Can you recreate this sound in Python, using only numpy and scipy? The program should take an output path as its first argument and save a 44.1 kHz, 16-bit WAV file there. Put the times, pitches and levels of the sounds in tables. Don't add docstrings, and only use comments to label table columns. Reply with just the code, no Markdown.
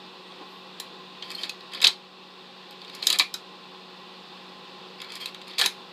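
import sys
import numpy as np
from scipy import signal
from scipy.fft import rfft, irfft
from scipy.io import wavfile
from scipy.ndimage import uniform_filter1d

SR = 44100
rng = np.random.default_rng(int(sys.argv[2]) if len(sys.argv) > 2 else 0)


def invert_db(x):
    u = np.asarray(x, float) / 20
    return 10 ** u


def generate_wav(sig):
    pcm = np.round(np.clip(np.atleast_2d(sig).T, -1, 1) * 32767).astype(np.int16)
    wavfile.write(sys.argv[1], SR, pcm)


N = 261072


def rms_one(x):
    return x / np.sqrt(np.mean(x ** 2) + 1e-20)


def peak_one(x):
    return x / np.max(np.abs(x))


def in_time(rows, outside):
    s, *columns = np.transpose(rows)
    t = np.arange(N) / SR
    return [np.interp(t, s, column, left=outside, right=outside) for column in columns]


def colour(x, spectrum, peaks=()):
    hz = np.maximum(np.arange(len(x) // 2 + 1) * SR / len(x), 1)
    points = np.array(spectrum)
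    gain_db = np.interp(np.log(hz), np.log(points[:, 0]), points[:, 1])
    for centre_hz, width_hz, db in peaks:
        gain_db += db / (1 + (2 * (hz - centre_hz) / width_hz) ** 2)
    return irfft(rfft(x) * invert_db(gain_db), len(x))


def drift(rate_hz):
    r = np.exp(-80 * np.pi * rate_hz / SR)
    noise = rng.standard_normal(N // 40 + 2002)
    slow = signal.lfilter([1], [1, -2 * r, r * r], noise)[2000:]
    return np.interp(np.arange(N) / 40, np.arange(len(slow)), rms_one(slow))


def ring(x, hz, t60_s):
    r = invert_db(-60 / (t60_s * SR))
    w = 2 * np.pi * hz / SR
    return signal.lfilter([0, np.sin(w)], [1, -2 * r * np.cos(w), r * r], x + 1e-18)


def body(x, modes, spread_db):
    out = 0
    for k, (hz, db, t60_s) in enumerate(modes):
        strength = invert_db(db + spread_db * rng.standard_normal())
        out = out + strength * (-1) ** k * ring(x, hz, t60_s)
    return out


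# start_s, peak_db, brightness_db, thump_db
BLOWS = [(0.7995, -22.5, -9, -14), (1.4332, -17.5, -21.5, -18), (1.494, -18, -17.5, -21),
         (1.8264, -13.5, -13.5, -9), (1.8413, -5, -20, -19), (1.8447, -1.5, -34, -18),
         (1.855, -13, -14, -32), (1.868, 1, -38, -32), (1.8728, -10.5, -8.5, -12), (3.026, -15.5, -32, -25),
         (3.0691, -3, -11.5, -24.5), (3.1008, -8.5, -13, -18), (3.1269, -11.5, -10, -19),
         (3.1576, -21.5, -18, -7), (3.187, -11.5, -9, -22), (3.1959, -2, -17.5, -10),
         (3.3401, -18.5, -9, -14), (5.2576, -15.5, -22, -25), (5.5823, -14, -21, -28),
         (5.5902, -13.5, -13.5, -8.5), (5.5963, -13.5, -11.5, -9), (5.613, -6.5, -17, -10),
         (5.619, -17, -13, -13), (5.6508, -16.5, -18, -5.5), (5.66, -7.5, -12.5, -16.5)]
BLOW_HZ, BLOW_MS = 4116, 3.5
# start_s, peak_db, brightness_db
TICKS = [(0.3206, -34, -42), (1.2241, -23.5, -48), (1.2966, -36, -23), (1.3034, -25.5, -16),
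         (1.3155, -31, -7), (1.441, -27.5, -22), (1.6072, -35, -20), (1.7355, -27, -13), (1.7478, -24, -19),
         (1.803, -23, -27), (1.816, -22, -8), (1.8818, -22, -28), (2.7087, -35.5, -8), (2.7264, -38, -20),
         (2.817, -29, -24), (2.8794, -31.5, -35), (2.9495, -32.5, -8.5), (3.057, -38, -6),
         (5.017, -24, -12), (5.045, -30.5, -20), (5.1028, -31, -22), (5.1203, -30, -13),
         (5.1547, -29.5, -8), (5.3453, -28, -18), (5.4802, -35, -10), (5.5344, -32, -30)]
TICK_HZ, TICK_MS, TICK_THUMP_DB = 3800, 1.9, -11
# start_s, peak_db, pitch_hz
KNOCKS = [(1.3797, -37, 3080), (1.72, -33, 2550), (1.8193, -13, 2580), (2.8473, -32.5, 2970),
          (2.897, -32, 2630), (3.206, -14, 2420), (3.221, -20.5, 2420), (5.002, -28, 2520),
          (5.4152, -30.5, 2360), (5.511, -32.5, 2970), (5.6389, -16, 2400)]
KNOCK_MS, KNOCK_BRIGHT_DB, KNOCK_THUMP_DB = 4.6, -23.5, -18.5


def every_contact():
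    blows = [(s, db, bright_db, BLOW_HZ, thump_db, BLOW_MS) for s, db, bright_db, thump_db in BLOWS]
    ticks = [(s, db, bright_db, TICK_HZ, TICK_THUMP_DB, TICK_MS) for s, db, bright_db in TICKS]
    knocks = [(s, db, KNOCK_BRIGHT_DB, hz, KNOCK_THUMP_DB, KNOCK_MS) for s, db, hz in KNOCKS]
    return blows + ticks + knocks


# pitch_hz, level_db, t60_s
CARRIER = [(2606, -5.5, 0.0063), (2703, -3.5, 0.0034), (3290, -1.5, 0.0029), (3842, 0.5, 0.0071),
           (4270, -1, 0.0026), (4890, -5.5, 0.0057), (4990, -14, 0.0067)]
# pitch_hz, level_db, t60_s
CASE = [(363, -8, 0.016), (427, -7, 0.017), (770, -5.5, 0.0099), (1016, -4.5, 0.012), (1337, -3, 0.011),
        (1670, -1.5, 0.0077), (2340, 1.5, 0.0081)]
# pitch_hz, level_db (per Hz)
SPARKLE = [(3000, -52), (5000, 20), (6000, 10), (6900, 14), (8500, 10), (10000, 7.5), (12000, 7),
           (13500, 1.5), (15500, 0.5)]
RATTLE_T60_S, RATTLE_DB = .12, -15


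def contacts():
    out, size = np.zeros(N + SR), 8192
    t = np.arange(size) / SR
    thin = signal.butter(3, 2400, "high", fs=SR, output="sos")
    damped = signal.butter(3, 5600, fs=SR, output="sos")
    for s, db, bright_db, hz, thump_db, ms in every_contact():
        grit = rng.standard_normal(size) * (1.1 + rng.exponential(1, size))
        touch = 1.2 * np.exp(-t / .0005)
        chatter = grit * (np.exp(-t * 1000 / np.clip(ms, .3, 3.5)) + touch)
        rattle = grit * invert_db(RATTLE_DB - 60 * t / RATTLE_T60_S)
        chatter = (chatter + rattle) * (1 - np.exp(-t / 0.00027))

        sheet = peak_one(signal.sosfilt(thin, body(chatter, CARRIER, spread_db=2.0)))
        spot = peak_one(ring(np.diff(chatter, prepend=0), hz, .005))
        metal = signal.sosfilt(damped, sheet + .6 * spot)

        glints = [(glint_hz, 900, 4) for glint_hz in rng.uniform(5500, 13500, size=3)]
        edge = peak_one(colour(chatter * invert_db(-250 * t), SPARKLE, glints) * (t < .1))

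        late = chatter * (1 - np.exp(-t / 0.007))
        thump = peak_one(body(late, CASE, spread_db=3.5))

        contact = peak_one(metal) + invert_db(bright_db + 9.5) * edge + invert_db(thump_db) * thump
        at = round(s * SR)
        out[at:at + size] += invert_db(db) * contact
    return out[:N]


# start_s, level_db
GATE_BLOWS = [
    (1.845, -22),
    (1.869, -23),
    (3.14, -25),
    (3.198, -16),
    (3.207, -18),
    (3.339, -33.5),
    (5.614, -28),
    (5.640, -25.5),
]
# pitch_hz, level_db, t60_s
GATE = [(2420, -4.5, 0.15), (2500, -7, 0.1), (742, -21, 0.089)]


def gate():
    blows, t = np.zeros(N), np.arange(1500) / SR
    for s, db in GATE_BLOWS:
        at = round(s * SR)
        shake = rng.standard_normal(len(t)) * np.exp(-t / 0.0066)
        blows[at:at + len(t)] += invert_db(db - 24.0) * shake
    return body(blows, GATE, spread_db=0)


# start_s, length_s, scrape_db, hiss_db
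STROKES = [(1.224, 0.1, -47, -58), (1.296, 0.081, -43.5, -53.5), (1.374, 0.081, -39.5, -48),
           (1.436, 0.055, -46.5, -59), (1.71, .02, -44.5, -61), (1.728, 0.054, -40.5, -55),
           (1.768, 0.045, -45.5, -59), (1.81, 0.019, -41, -44), (2.80, 0.16, -55, -67.5),
           (2.929, 0.12, -46.5, -58), (3.019, 0.074, -40, -45), (3.082, 0.082, -30.5, -44),
           (4.978, 0.1, -50, -67), (5.085, 0.037, -43, -57.5), (5.115, 0.032, -44, -51.5),
           (5.145, 0.033, -41.5, -50), (5.194, 0.061, -40.5, -50.5), (5.267, 0.026, -44, -53.5),
           (5.468, 0.042, -45, -57), (5.502, 0.12, -49.5, -65.5), (5.579, 0.078, -34, -34.5)]
SCRAPE_CASE_DB = -9


def scrape():
    hits = rng.random(N) < 5000 / SR
    sizes = invert_db(1.9 * np.minimum(rng.exponential(1, N), 5))
    grains = hits * sizes * rng.choice([-1, 1], N)
    grains = grains * invert_db(1.5 * drift(60.0))
    metal = rms_one(body(grains, CARRIER, spread_db=6))
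    metal = metal + invert_db(SCRAPE_CASE_DB) * rms_one(body(grains, CASE, spread_db=1))
    edge = rms_one(colour(grains, SPARKLE))
    out, t = np.zeros(N), np.arange(N) / SR
    for s, length, db, hiss_db in STROKES:
        corners_s = [s, s + .008, s + 0.91 * length, s + length + 0.0081]
        shape = np.interp(t, corners_s, [0.0011, 0.77, 0.83, 0.0036])
        out += shape * (invert_db(db) * metal + invert_db(hiss_db) * edge)
    return out


# start_s, length_s, pitch_hz, level_db (rms), overtone_db
SQUEAKS = [
    (1.348, 0.01, 4270, -32.5, -21.5),
    (1.379, 0.02, 3120, -42.5, -35),
    (5.201, 0.023, 4350, -46.5, -12),
    (5.203, 0.047, 3220, -42.5, -32),
]


def squeaks():
    out = np.zeros(N)
    for s, length, hz, db, overtone_db in SQUEAKS:
        t = np.arange(round(length * SR)) / SR
        waver = np.cumsum(0.058 * rng.standard_normal(len(t)))
        phase = 2 * np.pi * hz * t + waver
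        tone = np.sin(phase) + invert_db(overtone_db) * (np.sin(2 * phase) + np.sin(3 * phase))
        swell = np.sin(np.pi * t / length) ** 0.56
        at = round(s * SR)
        out[at:at + len(t)] += 1.9 * invert_db(db) * tone * swell
    return out


# start_s, level_db
HANDLING = [
    (.3, -70),
    (.37, -55),
    (.42, -40.5),
    (.46, -58),
    (.52, -64),
]


def handling():
    rub = 0
    for hz, db, t60_s in CASE[:4]:
        rub = rub + invert_db(db) * ring(rng.standard_normal(N), hz, 1.4 * t60_s)
    return invert_db(in_time(HANDLING, -120)[0]) * rms_one(rub)


def room(x):
    t60_s, level_db = 0.2, -9.5
    t = np.arange(SR // 3) / SR
    white = rng.standard_normal(len(t))
    dull = signal.lfilter([.5], [1, -.5], white)
    tail = dull + (white - dull) * invert_db(-250 * t)
    tail = tail * invert_db(-60 * t / t60_s) * (1 - np.exp(-t / 0.0016))
    return invert_db(level_db) * signal.fftconvolve(x, tail / np.sqrt(np.sum(tail ** 2)))[:N]


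BLADE_HZ = 185.8
# multiple of BLADE_HZ, level_db (rms)
BLADE_TONES = [(1, -56), (2, -56.5), (3, -68.5), (4, -66.5), (5, -70), (6, -64)]
# pitch_hz, level_db (rms)
MAINS = [(240, -68)]
# pitch_hz, level_db (per Hz)
AIR = [(59, -57), (100, -28), (156, -5.5), (213, -8), (539, -8.5), (651, -11), (1010, -6.5), (1640, -12),
       (3510, -8.5), (5000, -17), (6000, -28.5), (8800, -32.5), (9500, -40), (15300, -42)]
AIR_DB = -45
# pitch_hz, width_hz, level_db
HOUSING = [(356, 50, 4), (520, 220, 7), (583, 33, -15), (827.4, 46, 10.5), (1041, 42, 11.5), (1126, 13, 11),
           (1897, 37, -10), (1923, 50, 10), (2145, 230, -7), (2645, 300, 3.5), (3150, 90, -3.5),
           (3590, 300, 2.5), (4220, 1200, 5)]


def fan():
    t = np.arange(N) / SR
    phase = 2 * np.pi * np.cumsum(BLADE_HZ + 0.27 * drift(1.45)) / SR
    tones = 0
    for k, db in BLADE_TONES:
        tones = tones + invert_db(db + 0.68 * drift(24.0)) * np.sin(k * phase + k * k)
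    buzz = sum(invert_db(db) * np.sin(2 * np.pi * hz * t) for hz, db in MAINS)
    air = rms_one(colour(rng.standard_normal(N), AIR, HOUSING))
    gusts_db = .4 * drift(4.0)
    return np.sqrt(2) * (tones + buzz) + invert_db(AIR_DB + gusts_db) * air


# start_s, length_s, pitch_hz, width_hz, level_db (rms)
RUSTLES = [
    (.2, .2, 8500, 500, -74),
    (.44, .2, 12000, 3500, -73),
]


def rustle():
    t, out = np.arange(N) / SR, 0
    for s, length, hz, width_hz, db in RUSTLES:
        edges_hz = [hz - width_hz / 2, hz + width_hz / 2]
        band = signal.butter(2, edges_hz, "band", fs=SR, output="sos")
        swell = np.sin(np.pi * np.clip((t - s) / length, 0, 1))
        hiss = rms_one(signal.sosfilt(band, rng.standard_normal(N)))
        out = out + invert_db(db) * swell * hiss
    return out


def scene():
    changer = contacts() + gate() + scrape() + squeaks() + handling()
    changer = signal.sosfilt(signal.butter(4, 260, "high", fs=SR, output="sos"), changer)
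    return (changer + room(changer) + fan() + rustle())[None]


# pitch_hz, level_db (per Hz)
SELF_NOISE = [(20, -11), (60, 1.5), (150, -5), (1000, -25), (9000, -34), (15000, -14.5)]
SELF_NOISE_DB = -76.5


def microphone_noise():
    return invert_db(SELF_NOISE_DB) * rms_one(colour(rng.standard_normal(N), SELF_NOISE))


def gain_control(x):
    level_db = 10 * np.log10(uniform_filter1d(x[0] ** 2, size=400) + 1e-12)
    creep_db = 5.3 * np.arange(N) / SR
    held_db = np.maximum.accumulate(level_db + creep_db) - creep_db
    duck_db = -.4 * np.maximum(held_db + 16.5, 0)
    r = np.exp(-1 / (0.065 * SR))
    return x * invert_db(signal.lfilter([1 - r], [1, -r], duck_db))


def roll_off(x):
    return signal.sosfilt(signal.butter(12, 16360, fs=SR, output="sos"), x)


def record(dry):
    x = gain_control(dry + microphone_noise())
    size = np.abs(x)
    rounded = np.sign(x) * (.6 + .33 * np.tanh((size - .6) / .33))
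    x = np.where(size > .6, rounded, x)
    x = signal.sosfilt(signal.ellip(8, 1, 70, 15100, fs=SR, output="sos"), x)
    return roll_off(x)


dry = scene()
out = record(dry)
generate_wav(out)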